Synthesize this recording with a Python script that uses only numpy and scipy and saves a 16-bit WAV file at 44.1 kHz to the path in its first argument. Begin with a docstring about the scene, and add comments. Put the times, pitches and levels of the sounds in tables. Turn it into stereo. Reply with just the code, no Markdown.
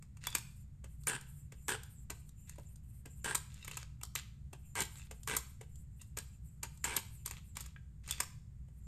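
"""A low hum fills a garage, where a knife in a guided sharpener is stropped at the workbench.
First the steel clamp rubs, squeaks and snaps over. Then five passes: the leather lands on the blade
and the guide rod hisses through its pivot; on three of them the edge bites and rasps. Near 3.5 s the
rod clacks at its stop and the clamp is turned, and the other side gets five passes, three rasping.
From 7.2 s the clamp rubs and snaps over again, and the strop touches down softly one last time."""
import sys
import numpy as np
from scipy import signal
from scipy.fft import rfft, irfft
from scipy.io import wavfile

SR = 44100
rng = np.random.default_rng(int(sys.argv[2]) if len(sys.argv) > 2 else 0)


def dump_mix(stems):
    """Bounce the given channels to the path in sys.argv[1] as a 16-bit WAV at rate SR."""
    frames = np.atleast_2d(stems).T  # one column per channel
    limited = np.clip(frames, -1, 1)  # hard clip at full scale
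    pcm = np.round(limited * 32767).astype(np.int16)
    wavfile.write(sys.argv[1], SR, pcm)


N = 391166
TIME = np.arange(N) / SR

# rumble of moving air: freq_hz, gain_db
AIR_EQ = [(15, 0.5), (35, -14), (48, -2), (62, 10), (85, 1.5), (145, 3.5), (175, -7.5), (260, -19.5),
          (400, -31.5), (700, -38), (1750, -40), (2050, -38), (2400, -41), (6000, -45)]
# machine tones in the room: pitch_hz, level_db
HUM_TONES = [(59.6, -60.5), (120, -71), (144, -68.5), (199, -73)]
# rod and clamp hit their stops: time_s, level_db, bright_db, decay_ms
CLACKS = [(0.024, -48.5, 0, 4.2), (0.1692, -49.5, -2, 4.2), (0.2691, -25.5, 4, 2.2), (0.3506, -19, 5, 1.7),
          (2.4946, -45, 5, 2), (3.3475, -22.5, 1, 2.5), (3.3511, -24.5, 8, 4), (3.678, -30.5, -3, 3.9),
          (3.7122, -33, -6, 3.3), (3.7704, -31, 2, 3.3), (4.013, -42.5, -6.5, 1.8), (4.0334, -34, 8.5, 1),
          (4.1525, -29, 8, 3.5), (4.8043, -33, 12.5, 2.4), (4.8198, -37.5, 14.5, 3.8),
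          (5.366, -23.5, 9, 4.4), (6.0144, -52, 8, 5.4), (6.186, -41.5, 13.5, 1.4),
          (6.9656, -27.5, 10.5, 2.7), (7.26, -32, 6.5, 1.8), (7.3106, -32, -0.5, 0.62),
          (7.569, -30, 2.5, 1.3), (7.6057, -38, 7, 5.7), (7.7617, -47, -26, 2.5), (8.109, -33, 13.5, 2.3),
          (8.2023, -19, 3, 3.5)]
# crack of steel parts meeting: freq_hz, gain_db
STEEL_EQ = [(200, -3.5), (450, 3.5), (620, 3.5), (1100, 10), (1600, 1.5), (2300, 11.5), (3100, 11),
            (4200, 1), (5500, -3.5), (7000, -7), (8800, -5), (12000, -7), (16000, 3)]
# the clamp rubs in its socket: start_s, end_s, first_db, last_db
CLAMP_RUBS = [(0.208, 0.262, -60.5, -46.5), (0.258, 0.378, -78, -39), (2.473, 2.653, -60.5, -76),
              (3.502, 3.832, -62.5, -51), (4.159, 4.204, -42, -48.5), (4.956, 5.074, -58, -70),
              (5.993, 6.032, -72, -55.5), (7.25, 7.397, -57.5, -61), (7.556, 7.713, -50, -66),
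              (8.034, 8.103, -64.5, -49), (8.093, 8.24, -47, -58)]
# tone of that rub: freq_hz, gain_db
SOCKET_EQ = [(200, -17.5), (450, -8.5), (650, -13.5), (1000, -7.5), (2500, 2), (3800, 1.5), (6000, -5),
             (9000, -10.5), (16000, -19)]
# dry joints sing: start_s, end_s, first_db, last_db, pitch_hz
SQUEAKS = [(0.214, 0.267, -63.5, -61, 2770), (0.262, 0.36, -47, -59, 3500), (2.487, 2.54, -65, -71, 2640),
           (3.579, 3.644, -69, -61, 2730), (3.614, 3.654, -61.5, -57, 3800), (4.986, 5.03, -67, -59, 2650),
           (5.994, 6.03, -62.5, -63, 2710), (8.108, 8.207, -47, -62.5, 3460)]
# partials of a squeak: pitch_ratio, gain_db
SQUEAK_PARTIALS = [(1, 3), (.74, -9.5), (1.33, -4)]
# hard hits ring one steel part: time_s, pitch_hz, level_db
PINGS = [(.270, 3430, -28), (0.352, 1040, -46.5), (0.352, 2380, -29), (1.081, 9300, -25),
         (3.352, 8600, -32), (4.155, 12650, -42), (5.365, 11940, -26.5), (6.845, 7640, -29.5),
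         (6.964, 11800, -26.5), (7.259, 11640, -33), (7.762, 1630, -48), (8.201, 1016, -37.5)]
# the rod slides on its own as the clamp turns over: start_s, end_s, peak_db
ROD_SWINGS = [(0.398, 0.66, -63), (7.34, 7.58, -65.5)]
# hiss of the sliding rod: freq_hz, gain_db
ROD_EQ = [(300, -16.5), (4000, -15.5), (6300, -15), (7400, -26.5), (8500, -2), (10000, 3), (13000, -0.5),
          (16000, -4)]
# the strop lands, is pushed and drawn back: time_s, landing_db, thud_db, push_db, return_db
PASSES = [(0.842, -42.5, -45, -66.5, -58.5), (1.5212, -43, -47, -60, -61.5),
          (2.1017, -30.5, -35.5, -65, -63), (2.5828, -48, -38.5, -64, -62), (3.057, -41, -40, -61.5, -76),
          (4.5304, -39.5, -39, -63.5, -57.5), (5.1108, -37.5, -39, -65.5, -62),
          (5.6111, -41.5, -39.5, -65.5, -67.5), (6.1712, -29.5, -36.5, -64.5, -67),
          (6.631, -27.5, -42.5, -63.5, -60.5), (8.6838, -62, -58.5, -71.5, -62.5)]
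# firm landings are brighter than soft ones: landing_db, bright_db, decay_ms
LANDING_TOUCH = [(-39.5, -3.5, 4), (-26.5, 4, 4.5)]
# tone of leather on steel: freq_hz, gain_db
LEATHER_EQ = [(100, -9.5), (220, -4.5), (430, 0), (620, -8.5), (950, 4.5), (1280, -3.5), (1600, 7),
              (2000, -3), (2900, 3.5), (4200, -5), (6000, -6), (9000, -13.5), (16000, -18.5)]
# the rod shifts in its pivot: time_s, level_db
PIVOT_TICKS = [(1.035, -49), (1.211, -44.5), (1.833, -41), (2.291, -50.5), (2.7581, -51.5), (3.5414, -46.5),
               (5.232, -45), (5.7561, -51), (6.774, -50.5), (7.5538, -49)]
# leather on the edge: start_s, end_s, first_db, last_db, fizz_db, ring_hz, ring_db, body_db, bite_db
RASPS = [(1.0705, 1.164, -37.5, -41.5, -6, 1600, -11, -25, -23.5),
         (1.6824, 1.763, -34, -44.5, -9.5, 1550, -10.5, -15, -25),
         (3.2435, 3.34, -38.5, -43.5, -8.5, 1640, -15, -29.5, -36.5),
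         (4.754, 4.829, -40, -35, -10.5, 2070, -8.5, -23, -33),
         (5.275, 5.361, -38, -37, -14, 2110, -7, -21.5, -28),
         (6.842, 6.982, -41, -40.5, -13, 2230, -11, -29, -25)]
# modes of the blade and its clamp: pitch_hz, gain_db, t60_s
BLADE_MODES = [(447, 3, .08), (1329, -10, .5), (1571, -5, .07), (1657, -5, .07), (2103, -1, .07),
               (2326, 2, .06), (2720, 7, .045), (3515, 3, .06), (7300, 12, .035), (8600, 14, .035),
               (12300, 17, .025)]
# reverb time of the garage: freq_hz, t60_s
GARAGE_DECAY = [(200, 0.13), (600, 0.45), (1500, 0.4), (4000, 0.48), (8000, 0.44), (14000, 0.37)]
# overall tone, with bright peaks at 7-9 kHz and the highest treble cut away: freq_hz, gain_db
OVERALL_EQ = [(100, 1), (6000, -1.5), (7200, 6), (8300, 1), (9400, 4.5), (10200, -10.5), (11500, 1.5),
              (12800, -4.5), (14000, -15.5), (14900, -25), (16200, -37.5)]
# phase between the sides: freq_hz, left_lead_rad
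STEREO_PHASE = [(50, 0), (500, -.25), (1100, -.7), (1600, -.3), (2900, -1.8), (4400, -2.2), (5500, -2.1),
                (6500, -1), (8000, 0), (9200, 1.3), (10400, 3.14), (11500, 4.5), (12700, 6.1), (13700, 6.6),
                (14800, 8.8)]
# likeness of the sides: freq_hz, correlation
STEREO_LIKENESS = [(60, .96), (150, .85), (400, .88), (1200, .72), (2500, .75), (4300, .35), (6000, .5),
                   (7500, .96), (16000, .97)]
# lean of the image: freq_hz, left_minus_right_db
STEREO_BALANCE = [(30, 1), (300, 1.5), (700, -3), (1400, -3.5), (2500, -1.5), (8000, -0.5)]


def amp(db):
    """Decibels to gain."""
    return 10 ** (np.asarray(db) / 20)


def unit(x):
    """Scales to rms 1."""
    return x / np.sqrt(np.mean(x ** 2) + 1e-20)


def curve_at(points, hz):
    """Reads a curve on a log frequency axis."""
    freqs, values = np.transpose(points)
    return np.interp(np.log(hz + 1), np.log(freqs + 1), values)


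def bins(x):
    """Frequencies of the spectrum of x."""
    return np.fft.rfftfreq(x.shape[-1], 1 / SR)


def add(mix, time_s, sound):
    """Drops a stereo sound into the mix."""
    part = mix[:, max(round(time_s * SR), 0):][:, :sound.shape[1]]
    part += sound[:, :part.shape[1]]


def eq(x, points, size=2048):
    """Minimum-phase EQ, so attacks stay sharp."""
    log_gain = np.log(amp(curve_at(points, abs(np.fft.fftfreq(size, 1 / SR)))))
    taps = np.fft.ifft(np.exp(np.conj(signal.hilbert(log_gain)))).real[:size // 2]
    return signal.oaconvolve(x, taps[None], axes=1)[:, :x.shape[1]]


def band(x, lo_hz, hi_hz):
    """Band-pass, at rms 1."""
    return unit(signal.sosfilt(signal.butter(2, [lo_hz, hi_hz], "band", fs=SR, output="sos"), x))


def resonate(x, hz, width_hz):
    """One resonance driven by x, at rms 1."""
    return band(x, hz - width_hz / 2, hz + width_hz / 2)


def stereo(x):
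    """Blends two unrelated channels to the scene's stereo width."""
    spectrum = rfft(x)
    angle = np.arcsin(np.clip(curve_at(STEREO_LIKENESS, bins(x)), 0, 1)) / 2
    return irfft(np.cos(angle) * spectrum + np.sin(angle) * spectrum[::-1], x.shape[1])


def noise(size=N):
    """Stereo white noise."""
    return stereo(rng.standard_normal((2, size)))


def drift(points):
    """Random modulation through points spread over the scene."""
    return np.interp(TIME, np.linspace(0, TIME[-1], points), np.clip(rng.standard_normal(points), -2, 2))


def friction(slips_per_s, spread_db, smooth=.6):
    """Tiny slips of uneven size over a smooth hiss."""
    slips = amp(spread_db * np.minimum(rng.exponential(1, N), 4)) * (rng.random(N) < slips_per_s / SR)
    power = signal.lfilter([1], [1, -np.exp(-1 / (.0004 * SR))], slips ** 2)
    return unit(noise() * np.sqrt(power / power.mean() + smooth ** 2))


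def contact(start, end, first_db, last_db, attack_s=.0011, release_s=.011):
    """Envelope of a rub: it grips at once, ramps its pressure and lets go."""
    grip = np.clip(np.minimum((TIME - start) / attack_s, (end - TIME) / release_s + .5), 0, 1)
    return grip * amp(np.interp(TIME, [start, end], [first_db, last_db]))


def hit(time_s, db, bright_db, decay_ms, body_db=-13.5):
    """Cue for a knock: time_s, tick_db (tip), clack_db (frame), thud_db (hand-held body), decay_ms."""
    return time_s, db + bright_db, db, db + body_db, decay_ms


def room_hum(air_db=-53, waver_rad=.52):
    """The bed: a rumble of moving air with wavering machine tones in it."""
    white = noise()
    air = unit(irfft(rfft(white) * amp(curve_at(AIR_EQ, bins(white))), N))
    tones = sum(amp(db) * unit(np.sin(2 * np.pi * hz * TIME + waver_rad * drift(60)))
                for hz, db in HUM_TONES)
    return amp(air_db) * air + tones


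def stop_clacks(rebound_s=.022, rebound_db=-20):
    """Cues: steel meets its stop and rebounds once."""
    delays = rebound_s * rng.uniform(.5, 1.5, len(CLACKS))
    rebounds = [hit(s + delay, db + rebound_db, bright, decay)
                for (s, db, bright, decay), delay in zip(CLACKS, delays)]
    return [hit(*row) for row in CLACKS] + rebounds


def knocks(cues, lead_s=.005, attack_s=.0007, lead_in_db=-25, rattle_db=-20, rattle_s=.0046, size=4096):
    """Plays each cue: a faint swell of noise, a crack of dense steel modes, a rattle of loose joints."""
    out, t = np.zeros((2, N)), np.arange(size) / SR - lead_s
    after = np.maximum(t, 0)
    lead_in = amp(lead_in_db) * np.exp(-2 * abs(t) / lead_s)
    attack = 1 - np.exp(-after / attack_s)
    rattle = amp(rattle_db) * np.exp(-after / rattle_s)
    for s, tick_db, clack_db, thud_db, decay_ms in cues:
        envelope = lead_in + attack * (np.exp(-1000 * after / decay_ms) + rattle)
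        crack = eq(noise(size) * envelope, STEEL_EQ)
        top_hz = np.interp(tick_db, [-42, -22], [12500, 17000])  # harder hits are brighter
        tick = amp(tick_db - 18.5) * band(crack, 5200, top_hz)
        clack = amp(clack_db - 20.5) * band(crack, 850, 4000)
        thud = amp(thud_db - 22.5) * band(crack, 260, 650)
        add(out, s - lead_s, tick + clack + thud)
    return out


def blade_ring(tool, ring_db=-56):
    """Every hit and rub sets the blade ringing."""
    t = np.arange(SR // 2) / SR
    ring = sum(amp(db + ring_db - 60 * t / t60) * np.sin(2 * np.pi * hz * t)
               for hz, db, t60 in BLADE_MODES)
    return signal.oaconvolve(tool, ring[None], axes=1)[:, :N]


def garage_reverb(tool, early_db=-9, early_decay_s=.011, echoes_per_s=1500, tail_db=-12):
    """Quick echoes off the bench and the parked car, then the tail of the room."""
    t = np.arange(SR) / SR
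    wash = noise(SR) * np.clip((t - .003) / .002, 0, 1)
    hz, frame_s, spectrum = signal.stft(wash, SR, nperseg=256)
    decay = amp(-60 * frame_s / curve_at(GARAGE_DECAY, hz)[:, None])
    tail = signal.istft(spectrum * decay, SR, nperseg=256)[1][:, :SR]
    echoes = stereo(rng.standard_normal((2, SR)) * (rng.random(SR) < echoes_per_s / SR))
    early = echoes * np.exp(-t / early_decay_s) * (t > .002)
    room = (amp(early_db) * unit(early) + amp(tail_db) * unit(tail)) / np.sqrt(SR)
    room = eq(room, [(4500, 1), (8000, -4)])  # soften the top
    return signal.oaconvolve(tool, room, axes=1)[:, :N]


def clamp_rub(level_db=-1, squeak_db=-4):
    """Dry, gritty rubbing as the clamp turns; now and then a joint sings."""
    grit = friction(slips_per_s=220, spread_db=4)
    rubs = sum(contact(*rub) for rub in CLAMP_RUBS) * unit(eq(grit, SOCKET_EQ))
    squeaks = sum(contact(*rub) * amp(db) * resonate(grit, ratio * hz, width_hz=330)
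                  for *rub, hz in SQUEAKS for ratio, db in SQUEAK_PARTIALS)
    return amp(level_db) * rubs + amp(squeak_db) * squeaks


def loose_joints(ticks_per_s=14, lift_db=14, spread_db=3.5, count=400):
    """Cues: the joints tick at random while the clamp rubs, riding its level."""
    times = np.cumsum(rng.exponential(1 / ticks_per_s, count))
    lifts = lift_db + spread_db * rng.standard_normal(count)
    return [hit(s, lift + np.interp(s, [start, end], ramp_db), bright_db=1.5, decay_ms=2.5)
            for start, end, *ramp_db in CLAMP_RUBS for s, lift in zip(times, lifts) if start < s < end]


def steel_pings(attack_s=.00013, decay_s=.0051, size=4096):
    """Rod, stop or clamp jaw rings for an instant before the hand damps it."""
    out, t = np.zeros((2, N)), np.arange(size) / SR
    envelope = np.exp(-t / decay_s) * (1 - np.exp(-t / attack_s))
    for s, hz, db in PINGS:
        add(out, s, amp(db) * np.tile(envelope * np.sin(2 * np.pi * hz * t), (2, 1)))
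    return out


def rod_speed(longest_s=.74, arch=.8):
    """Speed envelope of the rod: one swell for each swing, push and return."""
    travels = list(ROD_SWINGS)
    gaps = np.diff([row[0] for row in PASSES] + [np.inf])
    for (s, _, _, push_db, return_db), length in zip(PASSES, np.minimum(gaps, longest_s)):
        travels.append((s, s + .49 * length, push_db))
        travels.append((s + .51 * length, s + .95 * length, return_db))
    speed = np.zeros(N)
    for start, end, db in travels:
        progress = np.clip((TIME - start) / (end - start), 0, 1)
        speed += amp(db) * (np.sin(np.pi * progress) + 1e-9) ** arch
    return speed


def rod_slide(level_db=-5, flutter_db=5, whistle_db=-9, wander_hz=170, dry_db=-22, catch_db=8):
    """The polished rod hisses with its speed, under a thin wandering whistle; dry spots catch."""
    white = noise()
    hiss = unit(eq(white, ROD_EQ)) * amp(flutter_db * drift(420))
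    wander = np.exp(2j * np.pi * np.cumsum(wander_hz * drift(330)) / SR)
    whistle = (signal.hilbert(resonate(white, hz=7550, width_hz=520)) * wander).real
    dry_spots = resonate(white, hz=2750, width_hz=700) * amp(dry_db + catch_db * drift(400))
    whistle *= amp(whistle_db + flutter_db * drift(220))
    return amp(level_db) * rod_speed() * (hiss + dry_spots + whistle)


def strop_landings():
    """Cues: the strop is set down on the blade at the top of each pass."""
    soft_to_firm, bright_db, decay_ms = np.transpose(LANDING_TOUCH)
    return [(s, db + np.interp(db, soft_to_firm, bright_db), db, thud_db,
             np.interp(db, soft_to_firm, decay_ms)) for s, db, thud_db, *_ in PASSES]


def leather_scuffs():
    """The leather settles on the blade with a short, soft rub."""
    envelope = sum(contact(s - .003, s + .03, db - 19, db - 27) for s, db, *_ in PASSES)
    return envelope * unit(eq(friction(slips_per_s=450, spread_db=-1.5, smooth=.94), LEATHER_EQ))


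def pivot_ticks(bright_db=9):
    """Cues: light, bright ticks as the rod shifts in its pivot."""
    return [hit(s, db - bright_db, bright_db, decay_ms=2.7) for s, db in PIVOT_TICKS]


def edge_bites(skips=4, skip_s=.0095, first_skip_db=-7, loss_db=4, bright_db=3, decay_ms=.92):
    """Cues: the edge digs into the leather as a rasp starts, then skips, weaker each time."""
    cues = []
    for start, *_, db in RASPS:
        skip_times = start + skip_s * np.cumsum(rng.uniform(.75, 1.25, skips))
        cues.append(hit(start, db, bright_db, decay_ms))
        cues += [hit(s, db + first_skip_db - k * loss_db, bright_db, decay_ms / 2)
                 for k, s in enumerate(skip_times)]
    return cues


def leather_rasp(level_db=-1):
    """The edge catches and slips on leather: a hollow rasp, fizz on top, a ring that differs by side."""
    slips = friction(slips_per_s=450, spread_db=3)
    rasp = unit(eq(slips, LEATHER_EQ))
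    body = resonate(slips, hz=420, width_hz=130)
    fizz = band(slips, 7000, 9500)
    out = np.zeros((2, N))
    for *rub, fizz_db, ring_hz, ring_db, body_db, _ in RASPS:
        ring = resonate(slips, ring_hz, width_hz=500)
        out += contact(*rub) * (rasp + amp(body_db) * body + amp(fizz_db) * fizz + amp(ring_db) * ring)
    return amp(level_db) * out


def scene():
    """The sharpener and its ringing blade, in the garage, over the hum."""
    cues = strop_landings() + edge_bites() + stop_clacks() + pivot_ticks() + loose_joints()
    tool = knocks(cues) + steel_pings() + leather_rasp() + leather_scuffs() + clamp_rub() + rod_slide()
    tool = tool + blade_ring(tool)
    return tool + garage_reverb(tool) + room_hum()


def record(dry, cutoff_hz=16300):
    """A bright overall EQ, the sides set apart in phase and level, then a steep low-pass."""
    hz, side = bins(dry), np.array([[.5], [-.5]])
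    balance = amp(side * curve_at(STEREO_BALANCE, hz))
    phase = np.exp(1j * side * curve_at(STEREO_PHASE, hz))
    heard = irfft(rfft(eq(dry, OVERALL_EQ)) * balance * phase, N)
    low_pass = signal.firwin(511, cutoff_hz, window=("kaiser", 9), fs=SR)
    return signal.oaconvolve(heard, low_pass[None], "same")


dry = scene()
out = record(dry)
dump_mix(out)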